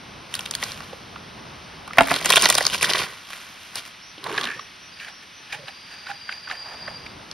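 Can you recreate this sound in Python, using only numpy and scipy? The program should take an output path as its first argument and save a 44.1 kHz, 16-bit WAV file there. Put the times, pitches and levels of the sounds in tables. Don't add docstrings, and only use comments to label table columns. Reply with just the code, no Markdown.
import sys
import numpy as np
from scipy import signal
from scipy.fft import rfft, irfft, next_fast_len
from scipy.io import wavfile
from scipy.ndimage import uniform_filter1d, map_coordinates

SR = 44100
rng = np.random.default_rng(int(sys.argv[2]) if len(sys.argv) > 2 else 0)


def persist_wave(psi):
    counts = np.round(np.clip(psi, -1, 1) * 32767).astype(np.int16)
    wavfile.write(sys.argv[1], SR, np.atleast_2d(counts).T)


N = 323253
TIME = np.arange(N) / SR
HIT = np.arange(SR // 5) / SR

# frequency in Hz, relative density in dB per Hz.
RUMBLE_SPECTRUM = [(20, -49), (45, -6), (70, -4), (160, -0.5), (280, -6), (550, -10), (1100, -9),
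                   (2500, -23.5), (6000, -80)]
HISS_SPECTRUM = [(60, -11), (200, 0), (500, -6.5), (1100, 1.5), (2800, 4.5), (4500, 0), (5900, -1),
                 (7200, -22), (8500, -9), (10000, -17), (12000, -18), (14000, -27), (15700, -51)]
RUMBLE_DB, HISS_DB = -43, -43
RUMBLE_DIP_FROM_S, RUMBLE_DIP_TO_S, RUMBLE_DIP_EDGE_S, RUMBLE_DIP_DB = 2.97, 6.74, 0.11, -12

# frequency in Hz, side-to-mid ratio in dB.
PANDA_WIDTH = [(100, -47), (700, -15.5), (2400, -17.5), (4400, -14.5), (6500, -26), (10000, -7.5),
               (15000, -71)]
AIR_WIDTH = [(60, -17), (130, -19), (290, -7.5), (640, -1.5), (1400, -2.5), (3100, -21), (4500, -36),
             (6500, -61), (10000, -55)]
# frequency in Hz, left-to-right ratio in dB.
BALANCE = [(100, -1), (380, -1.5), (700, -5), (1300, -4), (2400, 0)]
# frequency in Hz, time to fall by 60 dB in seconds.
YARD_DECAY = [(200, 0.46), (2000, 0.12), (10000, 0.14)]
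# frequency in Hz, gain in dB.
MIC_RESPONSE = [(6000, -2), (14000, -1), (15700, -2)]
TOP_HZ = 15700
ECHO_S, ECHO_DB = .00234, -11.5

# start in seconds, length in seconds, final level in dB.
BUZZES = [(4.93, 0.11, -50), (5.523, 1.444, -38.5)]
BUZZ_SWELL_DB_PER_S, BUZZ_HOLD_S = 11, 0.4
BUZZ_RISE_S, BUZZ_FALL_S = .06, 0.22
BUZZ_HZ, BUZZ_WIDTH_HZ, BUZZ_PULSES_PER_S = 4767, 140, 180
BUZZ_PULSE_DB, BUZZ_FLUTTER_DB = 1.5, 1

# start in seconds, length in seconds, starting pitch in Hz, rise in Hz, level in dB.
CHIRPS = [(4.002, 0.13, 5250, 540, -44), (4.526, 0.15, 5250, 433, -45), (4.79, 0.11, 5660, 44, -46),
          (5.06, .17, 5400, 5, -45.5), (5.32, .13, 5970, -300, -47)]
CHIRP_ARCH_HZ, CHIRP_WAVER_HZ, CHIRP_FLICKER_DB = 160, 182, 2.5

# start in seconds, time to fall by 20 dB in seconds, relative level in dB.
RUBS = [(0.34, 0.34, -41.5), (0.55, 0.092, -47), (0.623, 0.36, -39.5), (3.1, 0.46, -47.5),
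        (3.305, 0.45, -43), (3.623, 0.23, -52), (3.767, 0.077, -39), (3.864, 0.062, -45)]
RUB_RISE_S = 0.04

# frequency in Hz, relative density in dB per Hz.
RUSTLE_SPECTRUM = [(400, 2.5), (1200, 15), (3000, 15), (5500, 8.5), (10000, 2.5), (13000, 4.5),
                   (15700, -20)]
CREAK_SPECTRUM = [(35, -48), (60, -12), (173, -1.5), (264, -12), (420, 4), (601, -6), (919, -5.5), (989, 3),
                  (1330, -0.5), (2000, 2), (2600, -1), (4400, -120)]
CRACKLE_SPECTRUM = [(800, -6.5), (1700, -12), (3000, 6.5), (5000, 3.5), (7000, -5), (10000, -5),
                    (14000, -12), (15700, -28)]
CHEEK_SPECTRUM = [(70, -28), (140, -3.5), (240, -18), (300, -14), (390, 1.5), (650, -14.5), (1050, -6.5),
                  (1400, -12), (2500, -26), (5000, -82)]
GRIND_SPECTRUM = [(600, -12), (1700, 8), (3600, 5.5), (5000, -0.5), (13000, -12), (15700, -50)]
PULP_SPECTRUM = [(300, -8.5), (750, -13), (1200, -7.5), (1750, 13.5), (2050, 3), (2400, 7.5), (4000, -4.5),
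                 (10000, -14), (15700, -27)]
MUSH_SPECTRUM = [(300, -18.5), (550, -6), (790, -0.5), (1050, -4.5), (2000, -14), (5000, -80)]

# start in seconds, relative level in dB.
THUDS = [(4.555, -30.5), (5.545, -32), (5.585, -33), (5.633, -34)]
# start in seconds, length in seconds, starting pitch in Hz, glide in Hz, level in dB.
HOLLOWS = [(4.406, 0.11, 267.4, -38, -37.5), (5.52, 0.061, 784, 80, -43), (5.554, 0.11, 613, -93, -44),
           (6.088, 0.041, 776, 50, -28), (6.509, 0.037, 797, -84, -37)]
HOLLOW_WAVER_HZ = 22
# start in seconds, relative level in dB, mouth resonance in Hz,
# crisp part in dB relative to the click.
SMACKS = [(.928, -22, 517, -6), (1.157, -23.5, 1250, -2), (1.905, -21, 1300, -21), (4.178, -29.5, 330, 7),
          (4.261, -14, 1010, -26), (4.302, -19, 413, -17), (4.326, -24, 425, -15), (4.378, -6.5, 1640, -16),
          (4.38, -18, 414, -13), (4.465, -19, 1710, 0), (4.591, -20, 1230, 0), (4.997, -26, 2480, -19),
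          (5.08, -27, 1680, 4), (5.523, -19, 2400, 0), (5.679, -26, 1600, 11), (6.066, -21.5, 1650, 0),
          (6.098, -25, 1580, -2), (6.111, -21, 1520, 1), (6.29, -13.5, 1630, -13), (6.322, -21, 2390, -25),
          (6.473, -22, 1640, -11), (6.496, -21.5, 1330, 6), (6.51, -13.5, 1730, -5),
          (6.876, -18.5, 1640, -3.5), (6.879, -24, 585, -20), (7.062, -23.5, 2300, -22)]

# starting frequency in Hz, glide in Hz per second, width in Hz, level in dB.
MOUTH = [(395, -250, 100, -44.5), (1073, 500, 86, -36), (1530, 1200, 160, -38), (2230, -2, 240, -47)]
# starting frequency in Hz, glide in Hz per second, width in Hz, level in dB.
SQUEAK = [(1700, 1300, 110, -31), (2300, 802, 390, -35.5), (2940, -1500, 1400, -43)]
SQUEAK_S, SQUEAK_RISE_S, SQUEAK_HOLD_S, SQUEAK_FALL_S = 4.47, 0.08, 0.032, 0.12
CRUSH_S, CRUSH_RISE_S, CRUSH_HOLD_S, CRUSH_FALL_S = 4.26, 0.047, 0.16, 0.2
MOUTH_HOLD_S = 0.15
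CHEEK_DB, GRIND_START_DB, GRIND_GROWS_DB_PER_S = -36, -39, 49

# peak time in seconds, length in seconds, squelch level in dB, relative mush level in dB.
CHEWS = [(5.025, 0.13, -33.5, -62), (5.084, 0.11, -42, -41), (5.233, 0.038, -40.5, -55),
         (5.535, 0.089, -27.5, -36), (5.687, 0.041, -31, -34.5), (5.924, 0.19, -39.5, -44.5),
         (6.093, 0.11, -33.5, -36.5), (6.321, 0.16, -37.5, -43), (6.515, 0.13, -34, -37),
         (6.706, 0.49, -42.5, -37), (6.895, 0.21, -47, -41), (7.062, .05, -47, -55)]
CHEW_RISE, CHEW_FALL = 0.45, 0.59

# start of hold in seconds, hold in seconds, relative creak and crackle levels in dB.
PULLS = [(1.988, 0.044, -34, -43), (2.113, 0.03, -27.5, -31), (2.297, 0.21, -28.5, -27.5),
         (2.583, 0.18, -40, -35.5), (2.873, 0.14, -29, -36)]
PULL_RISE_S, CREAK_FALL_S, CRACKLE_FALL_S = 0.068, 0.16, 0.16
# start in seconds, length in seconds, relative level in dB.
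RIPS = [(0.635, 0.12, -38.5), (2.25, 0.022, -22), (2.293, 0.014, -16), (2.42, 0.039, -17.5),
        (2.727, 0.035, -20), (2.811, 0.051, -18), (2.889, 0.027, -19.5), (2.948, 0.025, -22.5),
        (2.973, 0.037, -23.5), (2.999, 0.058, -27.5), (3.767, 0.031, -28.5)]

# frequency in Hz, relative level in dB, time to fall by 60 dB in seconds.
CANE_MODES = [(271.6, -12.5, 0.3), (689.6, 6.5, 0.05), (990, -12, 0.11), (1365, -0.5, 0.044),
              (1712, -14, 0.17), (1890, -13, 0.055), (2110, -13, .085), (2240, -24, 0.17), (2760, -24, .07),
              (3170, -21, 0.076), (3815, -14, 0.048), (4750, -20, .08)]
# start in seconds, relative level in dB, knock and fizz in dB relative to it, crack pitch in Hz.
SPLITS = [(1.983, 8, -12.5, -11, 1800), (1.998, -8, -22, -25, 1400), (2.0067, -5.5, 2, -32, 1100),
          (2.0695, -16, -16, 6, 1530), (2.1122, -3, -8, -5, 1400)]
# start in seconds, relative level in dB, knock and fizz in dB relative to it, fibre pitch in Hz.
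SNAPS = [(0.3402, -12.5, -31, -6, 3320), (0.3519, -15.5, -26, -3, 4400), (.392, -16, -15, -9, 3220),
         (0.407, -21.5, -24, -15, 4700), (.456, -22, -25, -9, 3020), (0.4598, -16.5, -25, -20, 2970),
         (.51, -15.5, -13.5, -0.5, 4500), (.5379, -19, -21, -18, 3060), (0.5508, -10.5, -28, -5.5, 4070),
         (.627, -12.5, -4.5, -15, 2550), (0.636, -13, -23, -12, 4740), (0.639, -17, -22, -10, 5060),
         (0.7189, -19, -21, -27, 4730), (0.8046, -22, -8, -32, 1530), (1.877, -23.5, -4, -12, 1340),
         (1.933, -20, -10, -21, 2200), (1.972, -19.5, 5, -11, 1800), (2.0077, -8, -23, -8.5, 3100),
         (2.021, -18, -14, -2, 3300), (2.033, -20, -14, -6, 2600), (2.053, -28, 3, -12, 4500),
         (2.084, -14.5, -7, -11, 1910), (2.109, -12.5, -14, -4.5, 2100), (2.14, -9.5, -25, -10, 3400),
         (2.1618, -9.5, -9.5, -11, 3300), (2.212, -18.5, -6, -9, 2300), (2.247, -12, -7, -5, 2340),
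         (2.2576, -8, -5.5, 0.5, 2340), (2.3031, 0.5, -5, -4, 3800), (2.3214, -4.5, -28, -4, 2790),
         (2.327, -2, -34, -23, 2940), (2.335, -4.5, -3, -10, 3020), (2.358, 0, -18, -4.5, 2850),
         (2.363, -9, -11, -2, 3600), (2.368, 1.5, -4.5, -20, 3050), (2.372, -8, -5, -6, 3020),
         (2.377, -2.5, -8, -11, 3170), (2.413, -12, -25, -3, 3300), (2.4217, -11, -31, 5, 3300),
         (2.432, -13, -12, -8, 4300), (2.438, -8, -9, -15, 4400), (2.4444, -5, -7, -38.5, 4650),
         (2.4558, 3, -6.5, -21, 3940), (2.4886, -15, 1, 6, 2600), (2.5006, -0.5, -7.5, -0.5, 3560),
         (2.525, -11, -23, -1, 2300), (2.5515, -4, -10.5, -5.5, 4760), (2.543, -15, -4, -5, 5200),
         (2.578, -12.5, -3, -2, 4530), (2.582, -3.5, -7, -6, 3650), (2.607, -10.5, 1, -19, 1800),
         (2.626, -19, -14, -5, 4500), (2.6516, -6, -21, -30, 4630), (2.6661, 0, -22, -25, 4460),
         (2.6992, -15, -19, -10, 2900), (2.745, -12, -7, -21, 2420), (2.8106, -15.5, -10, -10, 2350),
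         (2.823, -14.5, -4, -8, 3000), (2.8282, -6, -9, -3.5, 2430), (2.843, -6, -20, -12, 1790),
         (2.893, -14, 1, -27, 2570), (2.9, -11, -12, -14, 3400), (2.9349, -4, -28, -23, 3640),
         (2.956, -14.5, -7, -31, 3400), (2.99, -14, -21, -40, 2870), (3.0164, -17.5, -1, -42, 2200),
         (3.332, -20, -15, -36, 2190), (3.7561, -23.5, -1.5, 6, 4340), (4.2412, -19.5, -25, -12, 3870),
         (4.326, -24, -14, -10, 2850), (4.3425, -26, -9, -25, 3500), (4.378, -14, -24, -32, 3150),
         (4.4114, -15, -14, -15, 3440), (4.4338, -18, -9, -25, 3600), (4.441, -14.5, -9, -26, 3200),
         (4.4534, -16.5, -16, -19, 3330), (4.472, -22, -7, -25, 2800), (4.49, -33, -6, -29, 3470),
         (7.313, -20, -26, -30, 4050)]


def amp(db):
    return 10 ** (np.asarray(db) / 20)


def unit(x):
    return x / np.sqrt(np.mean(x ** 2, axis=-1, keepdims=True) + 1e-20)


def along(points, hz):
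    point_hz, values = np.transpose(points)
    return np.interp(np.log(hz + 1), np.log(point_hz + 1), values)


def wobble(knots_per_s):
    knots = rng.standard_normal(int(N * knots_per_s / SR) + 4)
    return map_coordinates(knots, [TIME * knots_per_s])


def swell(peak_s, rise_s, hold_s, fall_s):
    before_s = np.maximum(peak_s - TIME, 0)
    after_s = np.maximum(TIME - peak_s - hold_s, 0)
    return amp(-20 * (before_s / rise_s + after_s / fall_s))


def filtered(x, response):
    size = next_fast_len(N + SR // 2)
    return irfft(rfft(x, size) * response(np.fft.rfftfreq(size, 1 / SR)), size)[..., :N]


def colour(x, spectrum):
    return filtered(x, lambda hz: amp(along(spectrum, hz)))


def band(x, lo_hz, hi_hz, order=2):
    sos = signal.butter(order, [lo_hz, min(hi_hz, .49 * SR)], "band", fs=SR, output="sos")
    return signal.sosfilt(sos, x)


def sized(x, db):
    return amp(db) * x / np.sqrt(np.sum(x ** 2, axis=-1, keepdims=True) * 1000 / SR)


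def add(track, start_s, hit):
    room = track[:, max(round(start_s * SR), 0):][:, :hit.shape[-1]]
    room += hit[..., :room.shape[-1]]


def stereo(pair, width):
    side = colour(pair[1], width)
    return np.array([pair[0] + side, pair[0] - side])


def burst(rise_s, hold_s, decay_s, tail_db, tail_decay_s):
    body = amp(-60 * np.maximum(HIT - hold_s, 0) / decay_s)
    shiver = amp(tail_db - 60 * HIT / tail_decay_s)
    return rng.standard_normal((2, len(HIT))) * (body + shiver) * (1 - np.exp(-HIT / rise_s))


def grains(spectrum, per_s, spread_db, life_s, bed):
    size_db = spread_db * np.minimum(rng.exponential(size=N), 3)
    sizes = amp(size_db) * (rng.random(N) < per_s / SR)
    power = signal.lfilter([1], [1, -np.exp(-2 / (life_s * SR))], sizes ** 2)
    power /= np.abs(uniform_filter1d(power, size=SR // 16)) + 1e-9
    return unit(colour(np.sqrt(power + bed) * rng.standard_normal((2, N)), spectrum))


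def chirp(length_s, start_hz, rise_hz, arch_hz, waver_hz, knots_per_s):
    progress = np.minimum(HIT / length_s, 1)
    arch = np.sin(np.pi * progress)
    waver = waver_hz * wobble(knots_per_s)[:len(HIT)]
    hz = start_hz + rise_hz * progress + arch_hz * arch + waver
    return arch * np.sin(2 * np.pi * np.cumsum(hz) / SR)


def ringing(resonances, start_s):
    drive = (rng.random(N) < 600 / SR) * rng.standard_normal((2, N))
    out = np.zeros((2, N))
    for start_hz, glide_hz_per_s, width_hz, db in resonances:
        hz = start_hz + glide_hz_per_s * np.clip(TIME - start_s, 0, .3)
        turn = np.exp(2j * np.pi * np.cumsum(hz) / SR)
        pole = np.exp(-2 * np.pi * width_hz / SR)
        ring = turn * signal.lfilter([1], np.poly([pole, pole]), drive / turn)
        out += amp(db) * unit(ring.real)
    return out


def air():
    dip_in = np.tanh((TIME - RUMBLE_DIP_FROM_S) / RUMBLE_DIP_EDGE_S)
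    dip_out = np.tanh((TIME - RUMBLE_DIP_TO_S) / RUMBLE_DIP_EDGE_S)
    rumble_db = RUMBLE_DB + RUMBLE_DIP_DB * (dip_in - dip_out) / 2 + 0.82 * wobble(7)
    hiss_db = HISS_DB + 0.29 * wobble(4.22)
    rumble = amp(rumble_db) * unit(colour(rng.standard_normal((2, N)), RUMBLE_SPECTRUM))
    hiss = amp(hiss_db) * unit(colour(rng.standard_normal((2, N)), HISS_SPECTRUM))
    return stereo(rumble + hiss, AIR_WIDTH)


def yard(x):
    hz, t, z = signal.stft(rng.standard_normal((2, SR // 2)), SR, nperseg=256)
    decay = amp(-60 * t / along(YARD_DECAY, hz)[:, None])
    tail = signal.istft(z * decay, SR, nperseg=256)[1]
    tail = tail * (1 - np.exp(-np.arange(tail.shape[1]) / (0.0027 * SR)))
    return signal.fftconvolve(x, tail / np.linalg.norm(tail[0]), axes=1)[:, :N]


def insect():
    effort = np.zeros(N)
    for start_s, length_s, final_db in BUZZES:
        to_go_s = np.clip(start_s + length_s - BUZZ_HOLD_S - TIME, 0, length_s)
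        phrase = swell(start_s, BUZZ_RISE_S, length_s, BUZZ_FALL_S)
        effort += amp(final_db - BUZZ_SWELL_DB_PER_S * to_go_s) * phrase
    pulse_hz = BUZZ_PULSES_PER_S * (1 + .08 * wobble(30))
    pulse = np.sin(2 * np.pi * np.cumsum(pulse_hz) / SR)
    flutter = wobble(150) + wobble(22)
    half_hz = BUZZ_WIDTH_HZ / 2
    buzz = band(rng.standard_normal((2, N)), BUZZ_HZ - half_hz, BUZZ_HZ + half_hz)
    pulsed = unit(buzz * amp(BUZZ_PULSE_DB * pulse + BUZZ_FLUTTER_DB * flutter))
    return effort * stereo(pulsed, [(4760, -11.5)])


def bird():
    out = np.zeros((2, N))
    for start_s, length_s, start_hz, rise_hz, db in CHIRPS:
        tone = chirp(length_s, start_hz, rise_hz, CHIRP_ARCH_HZ, CHIRP_WAVER_HZ, knots_per_s=370)
        add(out, start_s, amp(db) * tone)
    out = out * unit(amp(CHIRP_FLICKER_DB * wobble(70)))
    return out + yard(out)


def husks():
    rub = sum(amp(db) * swell(start_s, RUB_RISE_S, 0, fall_s) for start_s, fall_s, db in RUBS)
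    return amp(5.5) * rub * grains(RUSTLE_SPECTRUM, per_s=600, spread_db=3.5, life_s=.001, bed=.4)


def thuds():
    out = np.zeros((2, N))
    for start_s, db in THUDS:
        bump = burst(rise_s=0.0032, hold_s=0.0064, decay_s=0.054, tail_db=-20, tail_decay_s=.1)
        add(out, start_s, sized(band(bump, 113, 175), db - 1.5))
        add(out, start_s, sized(band(bump, 420, 570), db - 3))
    return out


def hollows():
    out = np.zeros((2, N))
    for start_s, length_s, start_hz, glide_hz, db in HOLLOWS:
        tone = chirp(length_s, start_hz, glide_hz, 0, HOLLOW_WAVER_HZ, knots_per_s=141)
        add(out[:1], start_s, amp(db) * tone)
    return out


def smacks():
    out = np.zeros((2, N))
    for start_s, db, mouth_hz, crisp_db in SMACKS:
        click = burst(rise_s=.0015, hold_s=.005, decay_s=.012, tail_db=-16, tail_decay_s=.06)
        add(out, start_s, sized(band(click, mouth_hz / 1.13, mouth_hz * 1.13), db - 3.0))
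        add(out, start_s, sized(band(click, mouth_hz / 1.69, mouth_hz * 1.9, order=3), db - 7.0))
        add(out, start_s, sized(band(click, 2530, 4200, order=3), db + crisp_db - 8.5))
    return out


def crush_tones():
    press = swell(CRUSH_S, CRUSH_RISE_S, MOUTH_HOLD_S, CRUSH_FALL_S)
    slip = swell(SQUEAK_S, SQUEAK_RISE_S, SQUEAK_HOLD_S, SQUEAK_FALL_S)
    return press * ringing(MOUTH, CRUSH_S) + slip * ringing(SQUEAK, SQUEAK_S)


def chewing():
    press = swell(CRUSH_S, CRUSH_RISE_S, CRUSH_HOLD_S, CRUSH_FALL_S)
    grind_db = GRIND_START_DB + GRIND_GROWS_DB_PER_S * np.clip(TIME - CRUSH_S, 0, CRUSH_HOLD_S)
    grind = amp(grind_db) * grains(GRIND_SPECTRUM, per_s=420, spread_db=2.5, life_s=.0015, bed=.2)
    cheek = amp(CHEEK_DB) * grains(CHEEK_SPECTRUM, per_s=350, spread_db=2.0, life_s=0.009, bed=0.36)
    squelch, mush = np.zeros(N), np.zeros(N)
    for peak_s, length_s, squelch_db, mush_db in CHEWS:
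        stroke = swell(peak_s, CHEW_RISE * length_s, 0, CHEW_FALL * length_s)
        squelch += amp(squelch_db) * stroke
        mush += amp(mush_db) * stroke
    wet = squelch * grains(PULP_SPECTRUM, per_s=360, spread_db=5.5, life_s=0.0074, bed=0.27)
    dull = amp(-3.5) * mush * grains(MUSH_SPECTRUM, per_s=110, spread_db=3.5, life_s=0.015, bed=0.4)
    return press * (cheek + grind) + wet + dull


def tearing():
    creak, crackle, rasp = np.zeros(N), np.zeros(N), np.zeros(N)
    for start_s, hold_s, creak_db, crackle_db in PULLS:
        creak += amp(creak_db) * swell(start_s, PULL_RISE_S, hold_s, CREAK_FALL_S)
        crackle += amp(crackle_db) * swell(start_s, PULL_RISE_S, hold_s, CRACKLE_FALL_S)
    for start_s, length_s, db in RIPS:
        across = 2 * (TIME - start_s) / length_s - 1
        rasp += amp(db) * np.sqrt(np.clip(1 - across ** 2, 0, 1))
    low_gain = amp(0.5) * creak + amp(-9.0) * rasp
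    low = low_gain * grains(CREAK_SPECTRUM, per_s=350, spread_db=4, life_s=.004, bed=.15)
    high = amp(4.5) * crackle * grains(CRACKLE_SPECTRUM, per_s=600, spread_db=2.5, life_s=.0008, bed=.15)
    dense = amp(-1.5) * rasp * grains(CRACKLE_SPECTRUM, per_s=1100, spread_db=2, life_s=.0006, bed=.15)
    return low + high + dense


def cane_ring():
    ring = np.zeros(len(HIT))
    for hz, db, t60_s in CANE_MODES:
        chance_db = rng.normal(0, 1.5)
        ring += amp(db + chance_db - 60 * HIT / t60_s) * np.sin(2 * np.pi * hz * HIT)
    return ring


def splits():
    out = np.zeros((2, N))
    for start_s, db, knock_db, fizz_db, crack_hz in SPLITS:
        crack = burst(rise_s=.0005, hold_s=.004, decay_s=.018, tail_db=-27, tail_decay_s=.1)
        thud = burst(rise_s=0.002, hold_s=0.01, decay_s=0.031, tail_db=-32, tail_decay_s=0.13)
        ring = cane_ring() * (1 - np.exp(-HIT / 0.00078))
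        add(out, start_s, sized(band(crack, crack_hz / 2.38, crack_hz * 1.6, order=4), db - 1.5))
        add(out, start_s, sized(band(crack, 747, 900), db + knock_db + 2.0))
        add(out, start_s, sized(band(crack, 7200, 14800), db + fizz_db - 13.0))
        add(out, start_s, sized(band(thud, 42, 170), db + knock_db - 10))
        add(out, start_s, sized(ring, db + knock_db + 7.5))
    return out


def snaps():
    out = np.zeros((2, N))
    for start_s, db, knock_db, fizz_db, fibre_hz in SNAPS:
        crack = burst(rise_s=.0002, hold_s=.0008, decay_s=.008, tail_db=-19, tail_decay_s=.034)
        knock = burst(rise_s=.002, hold_s=.005, decay_s=.012, tail_db=-18, tail_decay_s=.07)
        add(out, start_s, sized(band(crack, 1200, 4880), db - 7.5))
        add(out, start_s, sized(band(crack, fibre_hz / 1.25, fibre_hz * 1.25), db - 4))
        add(out, start_s, sized(band(knock, 434, 1820), db + knock_db + 0.5))
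        add(out, start_s, sized(band(crack, 4040, 9600), db + fizz_db + 1.5))
    return out


def near_echo(x):
    gain = amp(ECHO_DB)
    return (x - gain * np.roll(x, round(ECHO_S * SR), axis=-1)) / np.sqrt(1 + gain ** 2)


def scene():
    stalk = near_echo(snaps() + tearing() + husks()) + splits()
    mouth = smacks() + chewing() + crush_tones() + hollows() + thuds()
    panda = stereo(stalk + mouth, PANDA_WIDTH)
    panda = filtered(panda, lambda hz: amp(np.outer([.5, -.5], along(BALANCE, hz))))
    return panda + amp(-17.0) * yard(panda) + insect() + bird() + air()


def record(dry):
    def port_phase(hz):
        lead = 2 * np.pi * np.maximum(hz - 5000, 0) * .000187
        return np.exp(1j * np.outer([.5, -.5], lead))

    x = filtered(colour(dry, MIC_RESPONSE), port_phase)
    x = x / (1 + np.abs(x) ** 8) ** (1 / 8)
    return filtered(x, lambda hz: hz < TOP_HZ)


dry = scene()
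out = record(dry)
persist_wave(out)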